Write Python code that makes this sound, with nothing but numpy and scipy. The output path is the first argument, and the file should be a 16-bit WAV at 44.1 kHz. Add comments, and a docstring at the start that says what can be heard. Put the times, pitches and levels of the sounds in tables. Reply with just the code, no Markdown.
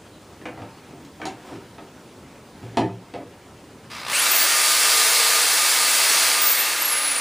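"""Quiet room air and rubbing hands come first, then knocks as a corded drill is handled on a table.
Its motor stutters on the first current pulses, races up with a rising whine, roars and starts to coast down.
Table modes and plastic clicks make the knocks; shaped noise makes the rubbing, rasp, roar and fan hiss.
The whine, gear mesh and shaft hum follow the turning rotor. A small hard room answers the knocks and drill.
Both channels carry the same sound, with a trace of opposite-sign hiss in each."""
import sys
import numpy as np
from scipy import signal
from scipy.fft import rfft, irfft, next_fast_len
from scipy.io import wavfile
from scipy.ndimage import uniform_filter1d, map_coordinates

SR = 44100
rng = np.random.default_rng(int(sys.argv[2]) if len(sys.argv) > 2 else 0)


def waveform_to_disk(signal):
    """Save audio, clipped to [-1, 1], as 16-bit WAV at the path in sys.argv[1]."""
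    frames = np.transpose(np.atleast_2d(signal))
    scaled = np.clip(frames, -1, 1) * 32767
    samples = np.round(scaled).astype(np.int16)
    wavfile.write(sys.argv[1], SR, samples)


N = 317597  # samples

# Steady room air, relative spectrum: f/Hz, level/dB
AIR_SPECTRUM = [(15, -47), (25, -14.5), (86, 1), (258, 0), (594, -6.5), (679, -13), (913, -12), (2270, -22),
                (8480, -26), (11100, -27.5), (12300, -29), (13700, -28), (15300, -27)]
# Small hard room, decay by frequency: f/Hz, t60/s
ROOM_DECAY = [(150, 0.53), (800, 0.31), (2000, 0.34), (5000, 0.19), (12000, 0.24)]
# Longer hand slides: centre t/s, bell half width/s, lift/dB
STROKES = [(0.802, .15, 3), (1.515, 0.11, 9), (2.1, 0.11, 1.5), (2.665, 0.072, 4.5)]
# Contacts: t/s, deep, middle, hollow and plastic click level/dB, hardness/0-1
KNOCKS = [(0.414, -35, -40, -50, -34, 0.1), (0.455, -32.5, -26.5, -31, -16, 0),
          (0.575, -38, -36, -35, -32, .1), (0.619, -35, -35, -35, -27.5, .1),
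          (0.909, -37.5, -43, -41, -36, 0.1), (1.049, -41.5, -52, -54, -42.5, 1),
          (1.199, -39, -35, -34.5, -38, 0.3), (1.216, -33, -35, -39, -19.5, 0.13),
          (1.254, -24, -33, -25, -21.5, 0.94), (1.275, -44, -39, -41, -27, 0.1),
          (1.51, -35, -38, -42.5, -39, 0.4), (1.539, -32.5, -40, -45, -37, 0.4),
          (1.782, -36, -42, -37.5, -28, 0.08), (2.629, -35.5, -41, -41, -36, 0),
          (2.733, -40, -43, -44, -50, 0.8), (2.771, -13, -18, -13, -12, 0.47),
          (3.029, -50, -50, -59, -48, .9), (3.138, -30, -30.5, -32, -28.5, 0.4),
          (3.152, -32, -27, -34, -34, 0.05)]
# Ringing modes of the table top: f/Hz, level/dB, t60/s
TABLE_MODES = [(239, -8, 0.029), (284, -4, 0.091), (314, -0.5, 0.091), (384, -1.5, 0.085),
               (496, -0.5, 0.07), (579, -4, 0.076), (699.5, 1, 0.071), (763, -1.5, 0.061), (894, -2, 0.068),
               (932, -13.5, 0.066), (1273, -4.5, 0.031)]
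# The table rocking on its legs: t/s, level/dB
JOLTS = [(0.575, -24), (0.619, -28.5), (1.216, -33), (1.507, -26), (2.629, -20), (2.734, -36),
         (2.771, -9.5), (3.139, -31)]
# Modes of the table on its legs: f/Hz, level/dB, t60/s
LEG_MODES = [(115.6, -1.5, 0.14), (181.9, -19, 0.39)]
# Current pulses in the rush of the motor: t/s, depth/0-1
STUTTER = [(3.9, 0.36), (4, 0.3), (4.05, 0.6), (4.11, 0.44), (4.16, 0.13), (4.4, 0.12)]
# Brushes scraping on the slow rotor, relative level: t/s, level/dB
RASP_LEVEL = [(3.899, -40.5), (3.97, -37.5), (4.04, -37.5), (4.1, -29.5), (4.16, -64)]
# Resonances of the brush scrape: f/Hz, width/Hz, level/dB
RASP_MODES = [(1040, 410, 6.5), (2300, 900, -6), (3750, 1100, 0), (4940, 150, 8), (5400, 520, -4)]
# Motor roar before the steady resonances, relative spectrum: f/Hz, level/dB
ROAR_SPECTRUM = [(88, -69), (150, -27), (183, -26), (314, -10.5), (414, -13), (454, -6.5), (739, -5.5),
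                 (1570, 0), (3500, -6.5), (4550, -9.5), (7700, -120)]
# Fan hiss before the steady resonances, relative spectrum: f/Hz, level/dB
HISS_SPECTRUM = [(2000, -39), (3200, 1), (4600, 4.5), (6500, 2.5), (9500, 4.5), (11500, 3.5), (13500, 2.5),
                 (15300, 1.5)]
# Steady resonances colouring the drill noise: f/Hz, width/Hz, lift/dB
STEADY_MODES = [(660, 12, 3), (834, 12, 2.5), (930, 90, 2.5), (1215, 16, 10.5), (1430, 10, 2),
                (1570, 10, 4.5), (1750, 20, 5.5), (2073, 47, 4.5), (2244, 170, 4.5), (2666, 280, 5.5),
                (4470, 80, 3), (4690, 150, 3)]
# Slight wavering of the running drill's level: t/s, level/dB
HELD_LEVEL = [(4.3, 0), (4.6, 0), (5.05, 1), (5.4, 0), (5.9, -.5), (6.14, 0.6), (6.5, 0), (7.2, 1)]

# Room air sinks under sound above the knee; the level follower has time constant DUCK_S in seconds
AIR_DB, DUCK_KNEE_DB, DUCK_SLOPE, DUCK_S = -45.5, -30, 0.63, 0.22
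RUB_DB, RUSTLE_DB = -52, -60.5  # hands and cable stirring, before strokes
SOFT_CLICK_HZ, HARD_CLICK_HZ = 1270, 3800
SOFT_TICK_DB, HARD_TICK_DB = -26, -6  # high tick relative to the click
TOUCH_S, START_S, RELEASE_S = 3.899, 4.048, 6.308  # first current, run-up, start of the coast
FULL_RPS, CREEP_RPS = 455, 50  # turns a second
SPIN_UP_S, COAST_S = 0.149, 1.565  # time constants
# The finger eases off before the rotor slows; CREEP_CURRENT is the share of full current at first touch
EASE_S, CREEP_CURRENT, TOUCH_RISE_S = 0.21, 0.62, 0.0056
MAINS_HZ, BARS, MESH_TEETH = 60, 36, 11  # bars and teeth: cycles a turn
# Relative level/dB at full speed, exponent of growth with speed,
# lift/dB when straining from rest, drop/dB without current
ROAR_LAW, HISS_LAW = (-24, 1, 10.5, 0.5), (-16.5, 1.7, 10, 2)
WHINE_LAW, MESH_LAW = (-14.5, 1.7, -4, 0.5), (-37, 0.6, 24, 14)
TONES_IN_S, TONES_RISE_S = 4.09, 0.04
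HUM_DB, HUM_SWELL = -52, (5.23, 0.3, 13)  # one swell: centre t/s, bell half width/s, lift/dB
TOP_HZ, NOTCH_HZ = 15340, 12520


def amp(db):
    """dB to gain."""
    return 10 ** (np.asarray(db) / 20)


def unit(x):
    """Level a sound to rms 1."""
    return x / np.sqrt(np.mean(x ** 2) + 1e-20)


def along(points, hz):
    """Read a curve of (f/Hz, value) points on a log frequency axis."""
    f, v = np.transpose(points)
    return np.interp(np.log(hz + 1), np.log(f + 1), v)


def curves(rows):
    """Draw one automation curve for each column after the time."""
    s, *cols = np.transpose(rows)
    return [np.interp(np.arange(N) / SR, s, c) for c in cols]


def swell(centre_s, half_s, db):
    """A bell-shaped lift in dB."""
    return db * np.exp(-((np.arange(N) / SR - centre_s) / half_s) ** 2)


def wobble(rate):
    """A smooth random curve, rate knots a second."""
    knots = rng.standard_normal(int(N * rate / SR) + 4)
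    return map_coordinates(knots, [np.arange(N) * rate / SR])


def filtered(x, response):
    """Shape a sound by a complex response of frequency."""
    m = next_fast_len(x.shape[-1] + 8192)
    spectrum = rfft(x, m) * response(np.fft.rfftfreq(m, 1 / SR))
    return irfft(spectrum, m)[..., :x.shape[-1]]


def band(f, hz, width_hz):
    """One causal resonance."""
    return 1j * f * width_hz / (hz * hz - f * f + 1j * f * width_hz)


def noise(response, patchy_db):
    """Coloured noise of rms 1, mottled by random gain over time and frequency."""
    z = signal.stft(rng.standard_normal(N), nperseg=512)[2]
    field = uniform_filter1d(rng.standard_normal(z.shape), 6, 0)
    field = uniform_filter1d(field, 10, 1)
    patchy = signal.istft(z * amp(patchy_db * unit(field)), nperseg=512)[1][:N]
    return unit(filtered(patchy, response))


def echoes():
    """A fresh room tail of energy 1; each frequency dies at its own speed."""
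    hz, t, z = signal.stft(rng.standard_normal(SR // 2), SR, nperseg=256)
    decay = amp(-60 * t / along(ROOM_DECAY, hz)[:, None])
    tail = signal.istft(z * decay, SR, nperseg=256)[1]
    return np.pad(tail / np.linalg.norm(tail), (300, 0))  # short delay before the tail


def background(near):
    """Steady room air that sinks while the near sounds are loud."""
    keep = np.exp(-1 / (DUCK_S * SR))
    power = signal.lfilter([1 - keep], [1, -keep], near ** 2)
    duck = (1 + power / amp(DUCK_KNEE_DB) ** 2) ** (-DUCK_SLOPE / 2)
    return amp(AIR_DB) * duck * noise(lambda f: amp(along(AIR_SPECTRUM, f)), patchy_db=1.0)


def scuffs():
    """Sliding hands excite the table's modes in lumps, with a dry rustle above, until the drill starts."""
    lift_db = sum(swell(*row) for row in STROKES)
    busy = np.arange(N) < TOUCH_S * SR

    def wood(f):
        """A broad woody body plus the table modes."""
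        modes = sum(amp(db) * band(f, hz, 41) for hz, db, t60 in TABLE_MODES)
        return 0.64 * band(f, 420, 750) + modes

    rub = unit(amp(1.05 * wobble(29.56)) * noise(wood, patchy_db=2.0))
    dry_rustle = noise(lambda f: band(f, 1860, 2800) ** 2, patchy_db=5.0)
    rustle = unit(amp(2 * wobble(60)) * dry_rustle)
    return busy * (amp(RUB_DB + lift_db) * rub + amp(RUSTLE_DB + 0.41 * lift_db) * rustle)


def knocks():
    """Contacts ring the table and click the plastic, brighter when hard; jolts thump; the room answers."""
    out, t = np.zeros(N + 2 * SR), np.arange(SR // 4) / SR

    def mode(hz, db, t60):
        """A dying sine, its level varied a little at random."""
        return amp(db + 2 * rng.normal() - 60 * t / t60) * np.sin(2 * np.pi * hz * t)

    def burst(t60, hz, width_hz):
        """A dying noise burst through a steep resonance."""
        raw = amp(-60 * t / t60) * rng.standard_normal(len(t))
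        return filtered(raw, lambda f: band(f, hz, width_hz) ** 3)

    hits = []
    for s, deep_db, middle_db, hollow_db, click_db, hard in KNOCKS:
        wood = 0
        for hz, db, t60 in TABLE_MODES:
            group_db = deep_db if hz < 440 else middle_db if hz < 640 else hollow_db
            wood = wood + mode(hz, db + group_db, t60)
        click_hz = SOFT_CLICK_HZ * (HARD_CLICK_HZ / SOFT_CLICK_HZ) ** hard
        tick_db = SOFT_TICK_DB + (HARD_TICK_DB - SOFT_TICK_DB) * hard
        click = burst(0.047, click_hz, 1.7 * click_hz) + amp(tick_db) * burst(0.02, 6000, 12000)
        hits.append((s, wood * (1 - np.exp(-t / 0.0023)) + amp(click_db) * click))
    for s, db in JOLTS:
        thump = sum(mode(*row) for row in LEG_MODES)
        hits.append((s, amp(db) * thump * (1 - np.exp(-t / 0.03))))  # soft onset
    for s, hit in hits:
        wet = amp(1.0) * signal.fftconvolve(hit, echoes())
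        out[round(s * SR):][:len(hit)] += hit
        out[round(s * SR):][:len(wet)] += wet
    return out[:N]


def rotor():
    """Turns a second: a creep, an exponential run-up and coast; and the share of full current."""
    t = np.arange(N) / SR
    run_up = FULL_RPS * (1 - np.exp(-np.maximum(t - START_S, 0) / SPIN_UP_S))
    coast = np.exp(-np.maximum(t - RELEASE_S, 0) / COAST_S)
    speed = np.maximum(run_up, CREEP_RPS) * coast
    eased = np.clip(0.5 + (RELEASE_S - t) / EASE_S, 0, 1)
    return speed, np.where(t < START_S, CREEP_CURRENT, eased)


def drill():
    """Brush rasp, roar and fan hiss pulsed by the mains, with tones locked to the shaft."""
    speed, current = rotor()
    depth = np.clip(curves(STUTTER)[0], 0, 1)
    share, held_db = speed / FULL_RPS, curves(HELD_LEVEL)[0]
    turns, t = np.cumsum(speed) / SR, np.arange(N) / SR - TOUCH_S

    def law(db, growth, strain_db, drop_db):
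        """Gain of one layer from speed and current."""
        strain = strain_db * current * (1 - share)
        return amp(db + held_db + strain - drop_db * (1 - current)) * share ** growth

    def colour(f):
        """Lift of the steady resonances."""
        return amp(sum(db * np.abs(band(f, hz, w)) ** 2 for hz, w, db in STEADY_MODES))

    def scrape(f):
        """Brush resonances in alternating polarity."""
        return sum(amp(db) * band(f, hz, w) * (-1) ** k for k, (hz, w, db) in enumerate(RASP_MODES))

    def tone(k, scatter, swing_db, rate):
        """k cycles a turn, with unsteady phase and level."""
        phase = 2 * np.pi * k * turns + scatter * wobble(300)
        return amp(swing_db * wobble(rate)) * np.sin(phase)

    on = np.clip(t / TOUCH_RISE_S, 0, 1)
    pulse = np.exp(-(t * MAINS_HZ % 1) / 0.23)  # one decaying surge each mains cycle
    kick = unit(1 - depth + 1.97 * depth * pulse)
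    rasp = amp(curves(RASP_LEVEL)[0]) * noise(scrape, patchy_db=-2.0)
    roar = noise(lambda f: amp(along(ROAR_SPECTRUM, f)) * colour(f), patchy_db=0.1)
    roar = roar * amp(0.096 * wobble(17))
    hiss = noise(lambda f: amp(along(HISS_SPECTRUM, f)) * colour(f), patchy_db=0.65)
    hiss = hiss * amp(0.36 * wobble(11))
    rush = on * kick * (law(*ROAR_LAW) * roar + law(*HISS_LAW) * hiss + rasp)
    rush_wet = amp(-8) * signal.fftconvolve(rush, echoes())[:N]  # the room combs the steady noise

    whine = tone(BARS, 0.64, 3.8, 85)
    mesh = tone(MESH_TEETH, 0.68 + 1.1 * share, 3.0, 60)  # uneven teeth blur it, more so at speed
    hum_gain = amp(HUM_DB + swell(*HUM_SWELL) + 4.8 * wobble(8.5))
    shaft = hum_gain * np.sin(2 * np.pi * turns + 1.1 * wobble(25))
    rise = np.clip((t + TOUCH_S - TONES_IN_S) / TONES_RISE_S, 0, 1) ** 2
    tones = rise * (law(*WHINE_LAW) * whine + law(*MESH_LAW) * mesh + shaft)
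    tones_wet = amp(-8.0) * signal.fftconvolve(tones, echoes())[:N]
    return amp(-1.0) * (rush + rush_wet) + tones + tones_wet


def scene():
    """All sources sum into one signal, the same in both channels."""
    near = knocks() + scuffs() + drill()
    mono = near + background(near)
    return np.array([mono, mono])


def record(dry):
    """Faint hiss of opposite sign in the channels, weak deep bass, a deep treble notch and a band limit."""
    level = np.sqrt(np.abs(uniform_filter1d(dry[0] ** 2, size=2048)))
    own = amp(-58) * noise(lambda f: 4.8 + band(f, 200, 410), patchy_db=2)
    own = own / (1.5 + (level / 0.013) ** 4)  # fades away under loud sound

    def response(f):
        """Bass roll-off, treble notch with an empty floor, and top edge."""
        bass = 1j * f / (45 + 1j * f)
        notch = 1 - band(f, NOTCH_HZ, 3700)
        gap = np.clip((np.abs(f - NOTCH_HZ) - 70) / 80, 0, 1) ** 2
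        edge = np.cos(np.pi / 2 * np.clip((f - TOP_HZ) / 200 + 0.75, 0, 1)) ** 2
        return bass * notch * gap * edge

    return filtered(dry + own * np.array([[1], [-1]]), response)


dry = scene()
out = record(dry)
waveform_to_disk(out)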